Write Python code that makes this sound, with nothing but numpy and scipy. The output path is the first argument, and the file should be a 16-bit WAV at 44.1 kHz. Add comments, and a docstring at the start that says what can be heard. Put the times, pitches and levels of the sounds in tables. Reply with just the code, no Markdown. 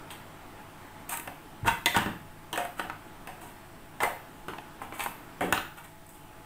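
"""A small hard-walled kitchen: plastic tubs and lids are snapped, slid and set down on a light table.
A phone microphone is close by. Behind, an appliance hums and drones: shaped noise and wavering tones.
Each contact rings modes of the plastic, knocks the table top and ticks and cracks at the rim.
Slides are dense stick-slip clicks; thumps are short swings of the table, low to middling in pitch.
The room answers with random echoes that die at their own speed in each band."""
import sys
import numpy as np
from scipy import signal
from scipy.io import wavfile
from scipy.ndimage import uniform_filter1d

SR = 44100
rng = np.random.default_rng(int(sys.argv[2]) if len(sys.argv) > 2 else 0)


def log_audio(samples):
    """Write samples as a 16-bit WAV file to the path given in sys.argv[1]."""
    # one column per channel
    frames = np.atleast_2d(samples).T
    # limit to full scale, then quantise
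    limited = np.clip(frames, -1, 1)
    pcm = np.round(limited * 32767).astype(np.int16)
    wavfile.write(sys.argv[1], SR, pcm)


N = 284617  # samples

# Appliance noise spectrum, relative: (f/Hz, density/dB per Hz)
AIR_SPECTRUM = [(20, -5.5), (45, -31), (75, -19.5), (130, -17), (320, -16), (520, -25), (800, -19.5),
                (1400, -22.5), (2300, -29), (3100, -31.5), (4200, -38), (6800, -41.5), (8300, -36.5),
                (10500, -41), (13000, -40), (16000, -38), ]
# Swell of the appliance noise, mainly in its mids: (t/s, level/dB)
AIR_SWELL = [(0, -42), (.7, -43), (1.1, -42.5), (2.4, -46.5), (3.4, -43.5), (3.9, -46), (5.3, -42),
             (6.0, -50.5), (6.45, -45)]
# Wavering tones of the appliance: (f/Hz, width/Hz, level/dB)
HUM_TONES = [(96.9, 3.5, -60.5), (153.7, 7.7, -61), (301.4, 30, -65.5), (355.5, 6.4, -68), (663, 27, -63.5),
             (852, 5.9, -60.5)]
# Decay of the kitchen: (f/Hz, t60/s)
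ROOM_DECAY = [(100, 0.42), (400, 0.36), (1500, 0.39), (4000, 0.43), (9000, 0.34), (16000, 0.64)]
# Ring of the table top: (f/Hz, relative level/dB, t60/s)
TABLE_MODES = [(139, -7.5, 0.055), (187.5, -6, 0.13), (246.6, 7, 0.036), (324, 6.5, 0.058), (401, 5, 0.034)]
# Ring of the tubs and lids: (f/Hz, relative level/dB, t60/s)
PLASTIC_MODES = [(566, -6, 0.027), (714, -3, 0.033), (851, -5, 0.044), (940, -3.5, 0.042),
                 (1042, -1, 0.025), (1217, 6.5, 0.0083), (1285, 1.5, 0.012), (1442, 1, 0.014),
                 (1715, 0.5, 0.019), (1832, -9, 0.047), (2084, 1, 0.012)]
# Upper modes of lids and rims: (f/Hz, relative level/dB, t60/s)
UPPER_MODES = [(1730, 2, 0.018), (2048, 0, 0.024), (2297, -2, 0.017), (2545, 1, 0.016), (2842, -2, 0.019),
               (2980, -1, 0.012), (3252, -1, 0.014), (3505, -4, 0.017), (3830, -2, 0.0088)]
# Rim tick spectrum, relative: (f/Hz, density/dB per Hz)
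TICK_SPECTRUM = [(4500, -43), (6200, -14.5), (7200, -9), (8400, 2), (9300, -3.5), (10300, -5.5),
                 (12500, -5), (14700, -5.5), (15600, -7)]
# Spectrum of the crack of a blow, relative: (f/Hz, density/dB per Hz)
CRACK_SPECTRUM = [(1500, -40.5), (3000, -0.5), (4200, -3), (5500, -10.5), (7000, -11), (9000, -38)]
# Thumps of the table: (t/s, relative level/dB, f/Hz)
TABLE_THUMPS = [(1.63, -23, 108), (1.655, -30.5, 56), (1.672, -29, 197), (1.96, -30, 90),
                (1.966, -17.5, 227), (2.059, -33.5, 100), (2.064, -21, 206), (4.035, -22.5, 475),
                (4.482, -24.5, 345), (5.409, -36, 94), (5.527, -34, 87)]
# Strokes of plastic: (start t/s, build t/s, ease t/s, top pressure level/dB, rubbed part f/Hz,
# fine hiss level/dB, table rumble level/dB); the last two are relative to the pressure
STROKES = [(0.1, 0.011, 0.033, -39, 1330, -7, -22), (1.098, 0.029, 0.034, -28.5, 1400, -6, -22),
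           (1.655, 0.023, 0.025, -17, 1190, -18.5, -26), (2.529, 0.0021, 0.015, -27, 880, -29, -9),
           (2.56, 0.034, 0.04, -55, 764, -24, -22), (2.767, 0.035, 0.0054, -32, 1400, -13.5, -38),
           (3.407, 0.003, 0.12, -41.5, 750, -11, -10), (4.007, 0.0041, 0.021, -24.5, 1060, -20, -18),
           (4.017, 0.016, 0.015, -24, 1050, -14, -17), (4.789, 0.044, 0.039, -40, 1020, -19, -4.5),
           (4.93, 0.013, 0.08, -40, 1260, -9, -21), (4.978, 0.035, 0.053, -32.5, 1450, -9, -25),
           (5.411, 0.0072, 0.096, -31, 730, -18, 3), (5.768, 0.0052, 0.045, -39, 1200, -13, -37),
           (5.836, 0.0081, 0.023, -39.5, 2080, -12, -20), (6.1, 0.05, 0.067, -60.5, 1490, 3, -18)]
# Contacts: (t/s, blow level/dB, struck part f/Hz, table knock level/dB, struck rim f/Hz,
# upper modes level/dB, rim tick level/dB, room level/dB); all but the first level are relative to the blow
CONTACTS = [(0.105, -44.5, 1330, -20, 3310, 2.5, -16, 3), (1.091, -41, 750, -11.5, 2590, -10, 1, 0),
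            (1.094, -34, 746, -9, 2600, -4, 5.5, 4), (1.139, -31, 1300, -20, 2300, -6, -8, -6),
            (1.173, -34.5, 930, -25, 2500, -4, 4.5, -7), (1.185, -44, 918, -24, 2500, -7, -2, -1),
            (1.198, -36, 1940, -8, 2450, -5, 1.5, -7), (1.2751, -26.5, 625, -8, 2400, -11, -16.5, -2.5),
            (1.646, -29, 900, -3.5, 2550, -37, -27, 10), (1.8614, -18.5, 2040, -17, 2110, -1.5, -16, 2.5),
            (1.8594, -14.5, 1990, -7.5, 3480, -3.5, -5.5, -2.5), (1.679, -15, 950, -20, 2600, -8, -25, -4),
            (1.672, -26, 1750, -24, 3250, -9, -25, 0), (1.945, -19.5, 1545, -8, 3300, -14.5, -21, 9.5),
            (1.964, -15, 930, -25, 2930, -6.5, -15, -2), (1.969, -16.5, 1430, -17, 2660, -13, -18, -5),
            (1.975, -18.5, 1420, -14, 3170, -19, -10.5, -10), (1.986, -22.5, 880, -8, 1770, -1, -15, -5),
            (2.007, -27, 1120, -20, 2790, -13, -15, 7), (2.061, -23.5, 1570, -1, 3080, -14.5, -23, 2),
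            (2.529, -26, 1040, -20, 3040, -5.5, -10, 2.5), (2.559, -23, 1640, -36, 2560, -19, -17, -20),
            (2.576, -17.5, 615, -16, 2680, -14, -14, 2.5), (2.603, -24, 713, -36, 2580, -30, -22, -1),
            (2.651, -26, 675, -28, 2900, -24, -15, -1.5), (2.7957, -19.5, 1554, -6.5, 2680, -12, -28, -1.5),
            (2.849, -30.5, 690, -4, 2760, -19, -35, 1), (2.8985, -22.5, 1220, -33, 2480, -16, -28, -3.5),
            (3.273, -27.5, 644, -12, 2570, -13.5, -14.5, 2), (4.004, -19, 940, -14, 1730, -6.5, -23, -9),
            (4.021, -19, 895, -17, 2570, -25, -28, -17), (4.027, -28, 910, -26, 2050, -13, -20, -17),
            (4.033, -13.5, 605, -33, 2030, -9, -16, 0.5), (4.046, -23, 766, -20, 2050, -23, -15, -2),
            (4.061, -24.5, 670, -12.5, 1870, -29, -24, 6),
            (4.4835, -27.5, 1410, -3, 2740, -11.5, -16.5, 2.5), (4.535, -30, 1080, -27, 2250, -15, -34, -3),
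            (4.5835, -29, 785, -26, 2660, -10, -25, -5.5), (4.817, -26, 1030, -12, 2420, -29, -28, -3),
            (4.823, -43, 1020, -20, 2420, -20, -2, 2), (4.924, -31, 1350, -4, 2240, -10, -20, 1),
            (4.995, -24, 970, -21, 2320, -8, -16, -9), (5.005, -27.5, 970, -29, 2380, -1.5, -8, 0.5),
            (5.038, -35.5, 1170, -22, 2450, -1, 4.5, 1.5), (5.0615, -17, 1000, -28, 2700, -22, -28, -8.5),
            (5.4086, -18, 633, -7.5, 2410, -22, -21, 4.5), (5.5253, -11.5, 1460, -7.5, 2720, -9.5, -11, -2),
            (5.545, -25, 1750, -20, 2850, -6, -25, 2), (5.577, -20, 1500, -10, 2830, -13, -34, -1),
            (6.066, -55, 856, -14, 2500, -28, 6, -3), (6.092, -57, 880, -11, 2500, -23, 12, 3)]

# energy of each ring for a blow of 0 dB, before the contact's own offsets, dB
PLASTIC_DB, TABLE_DB, UPPER_DB = 16.5, 18, 20.5
DETUNING = 0.024  # largest shift of a mode at each contact or stroke, as a fraction of its frequency
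REBOUND_MS, SCUFF_DB = 2.6, -2.5  # decay time constant of the rough rebound; rim scuff relative to its tick
# crack of a blow follows its upper modes, stronger for a high rim; last, the crack under a stroke
CRACK_DB, CRACK_DB_PER_OCTAVE, RUB_CRACK_DB = 10.5, 10, -22
TOUCH_DB, LIFT_DB = -14, -16  # pressure at the start and end of a stroke, relative to its top
EDGE_HZ = 15650  # upper band limit


def gain_of(db):
    """Decibels to an amplitude factor."""
    return 10 ** (np.asarray(db) / 20)


def evened(x):
    """Scales to rms 1."""
    return x / np.sqrt(np.mean(x ** 2) + 1e-20)


def unit_energy(x):
    """Scales to energy 1."""
    return x / np.linalg.norm(x)


def read(points, hz):
    """Reads a table on a log-frequency axis."""
    f, value = np.transpose(points)
    return np.interp(np.log(hz + 1), np.log(f + 1), value)


def add(mix, s, sound):
    """Mixes a sound in at a time in seconds, cut at the end of the mix."""
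    part = mix[round(s * SR):][:len(sound)]
    part += sound[:len(part)]


def appliance_noise():
    """Broad noise with faint drifting patches; its middle band swells."""
    frames, hz = N // 512 + 5, np.fft.rfftfreq(2048, 1 / SR)
    real, imag, patches = rng.standard_normal((frames, 1025, 3)).T
    patches = uniform_filter1d(patches, size=16, axis=0)  # across frequency
    patches = evened(uniform_filter1d(patches, size=8, axis=1))  # across time
    s, db = np.transpose(AIR_SWELL)
    level_db = np.interp(np.arange(frames) * 512 / SR, s, db)
    shape = gain_of(read(AIR_SPECTRUM, hz))
    shape *= 16 / np.linalg.norm(shape[(hz > 300) & (hz < 3000)])
    mids = ((hz > 200) / (1 + (hz / 4000) ** 2))[:, None]
    swell_db = mids * level_db + (1 - mids) * level_db.mean()
    spectra = (real + 1j * imag) * shape[:, None] * gain_of(swell_db + 1.1 * patches)
    return signal.istft(spectra, nperseg=2048, noverlap=1536)[1][:N] / 32


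def appliance_hum():
    """Tones whose strength and phase wander: a steady part plus narrow-band complex noise."""
    out, t = np.zeros(N), np.arange(N) / SR
    for f, width, db in HUM_TONES:
        pole = np.exp(-np.pi * width / SR)
        noise = rng.standard_normal(N) + 1j * rng.standard_normal(N)
        wander = signal.lfilter([1], [1, -pole], noise)
        tone = (1.47 + wander / np.std(wander)) * np.exp(2j * np.pi * f * t)
        out += gain_of(db) * evened(tone.real)
    return out


def room(x):
    """Random echoes, each band dying at its own speed; three tails take turns in steady rotation."""
    out, turn = np.zeros(N), np.arange(N) / SR * 2.3
    for k in range(3):
        taps = np.zeros(SR // 2 + 4000)
        at = np.arange(120, len(taps) - 20, 16)  # one echo in every 16 samples
        taps[at + rng.integers(0, 16, len(at))] = rng.choice([-1., 1.], len(at))
        hz, t, z = signal.stft(taps, SR, nperseg=256)
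        decay = gain_of(-60 * t / read(ROOM_DECAY, hz)[:, None])
        tail = signal.istft(z * decay, SR, nperseg=256)[1]
        share = np.sqrt(2 / 3) * np.cos(np.pi * (turn + k / 3))  # the squares sum to 1
        out += signal.oaconvolve(x * share, unit_energy(tail))[:N]
    return out


def thumps():
    """A swing of the table, low to middling in pitch, that starts softly and dies in a few cycles."""
    out = np.zeros(N)
    for s, db, hz in TABLE_THUMPS:
        turns = np.arange(8000) / SR * hz
        swing = 3 * turns * np.exp(-turns / 0.59) * np.sin(2 * np.pi * turns)
        add(out, s, gain_of(db) * swing)
    return out


def ring(modes, share_db=0):
    """Impulse response of a set of modes, energy 1; bending waves spread, so each mode has its own phase."""
    hz, db, t60 = np.transpose(modes)[:, :, None]
    hz = hz * (1 + DETUNING * rng.uniform(-1, 1, hz.shape))
    t = np.arange(6000) / SR
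    phase_turns = 0.04 * np.arange(len(hz))[:, None]
    decay = gain_of(db + share_db - 60 * t / np.maximum(t60, .004))
    x = (decay * np.sin(2 * np.pi * (hz * t + phase_turns))).sum(axis=0)
    x *= (1 - np.exp(-t / 0.0003)) ** 2  # the contact is not instant
    return unit_energy(x)


def near(modes, hz, octaves, db_down):
    """Level of each mode: those near the struck part's pitch take most, far ones lie db_down lower."""
    away = np.log2(np.transpose(modes)[0][:, None] / hz) / octaves
    return -db_down * (1 - np.exp(-away ** 2))


def burst_colour(points):
    """Causal minimum-phase filter with a given spectrum, energy 1."""
    hz = abs(np.fft.fftfreq(2048, 1 / SR))
    log_gain = np.log(gain_of(np.maximum(read(points, hz), -80)))
    taps = np.fft.ifft(np.exp(np.conj(signal.hilbert(log_gain)))).real[:512]
    return unit_energy(taps)


def slides():
    """Dense stick-slip clicks of uneven size under each stroke; pressure builds, then eases."""
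    out, tick, crack = np.zeros(N), burst_colour(TICK_SPECTRUM), burst_colour(CRACK_SPECTRUM)
    unevenness_db = 2.84 * np.minimum(rng.exponential(1, N), 5)
    grit = evened(rng.standard_normal(N) * gain_of(unevenness_db))
    for s, build, ease, db, hz, hiss_db, table_db in STROKES:
        t = np.arange(0, build + ease, 1 / SR)
        pressure_db = db + np.interp(t, [0, build, build + ease], [TOUCH_DB, 0, LIFT_DB])
        slips = grit[round(s * SR):][:len(t)] * gain_of(pressure_db)
        slips *= signal.windows.tukey(len(t), .12)
        body = .5 * ring(PLASTIC_MODES, near(PLASTIC_MODES, hz, 1.0, 9.1))
        body += 0.2 * ring(UPPER_MODES, near(UPPER_MODES, 2720, 0.65, 9.2))
        body += gain_of(table_db) * ring(TABLE_MODES)
        body[:len(tick)] += gain_of(hiss_db) * tick + gain_of(RUB_CRACK_DB) * crack
        add(out, s, signal.fftconvolve(slips, body))
    return out


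def contacts():
    """A sharp blow and its rough rebound drive plastic, table and rim; rows: direct sound, feed to the room."""
    out = np.zeros((2, N))
    tick, crack_colour = burst_colour(TICK_SPECTRUM), burst_colour(CRACK_SPECTRUM)
    t = np.arange(1500) / SR
    for s, db, hz, table_db, rim_hz, upper_db, tick_db, room_db in CONTACTS:
        rough = rng.standard_normal(len(t)) * np.exp(-1000 * t / REBOUND_MS)
        push = .04 * rough
        push[0] = 1  # the blow itself
        scuff = signal.fftconvolve(unit_energy(rough), tick)
        crack = signal.fftconvolve(unit_energy(rough), crack_colour)
        crack_db = CRACK_DB + upper_db + CRACK_DB_PER_OCTAVE * np.log2(rim_hz / 2600)
        body = gain_of(PLASTIC_DB) * ring(PLASTIC_MODES, near(PLASTIC_MODES, hz, 0.24, 9.3))
        body += gain_of(TABLE_DB + table_db) * ring(TABLE_MODES)
        body += gain_of(UPPER_DB + upper_db) * ring(UPPER_MODES, near(UPPER_MODES, rim_hz, 0.18, 10.0))
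        body[:len(tick)] += gain_of(PLASTIC_DB + tick_db) * tick
        body[:len(crack)] += gain_of(crack_db) * crack
        body[:len(scuff)] += gain_of(PLASTIC_DB + tick_db + SCUFF_DB) * scuff
        add(out[0], s, gain_of(db) * signal.fftconvolve(unit_energy(push), body))
        add(out[1], s, gain_of(db + room_db) * body)
    return out


def scene():
    """Sums the appliance, the thumped table, the plastic and the room's answers, in mono."""
    background = appliance_noise() + appliance_hum()
    thumped, rubbed = thumps(), slides()
    direct, sent = contacts()
    plastic = direct + rubbed + gain_of(0.1) * room(sent + rubbed)
    # small things radiate no deep bass
    plastic = signal.sosfilt(signal.butter(2, 110, "high", fs=SR, output="sos"), plastic)
    return (plastic + thumped + gain_of(2.0) * room(thumped) + background)[None]


def record(dry):
    """Limits the band: a steep linear-phase low-pass takes away the top treble."""
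    low_pass = signal.firwin(511, EDGE_HZ, window=("kaiser", 9), fs=SR)
    return signal.oaconvolve(dry, low_pass[None], "same")


dry = scene()
out = record(dry)
log_audio(out)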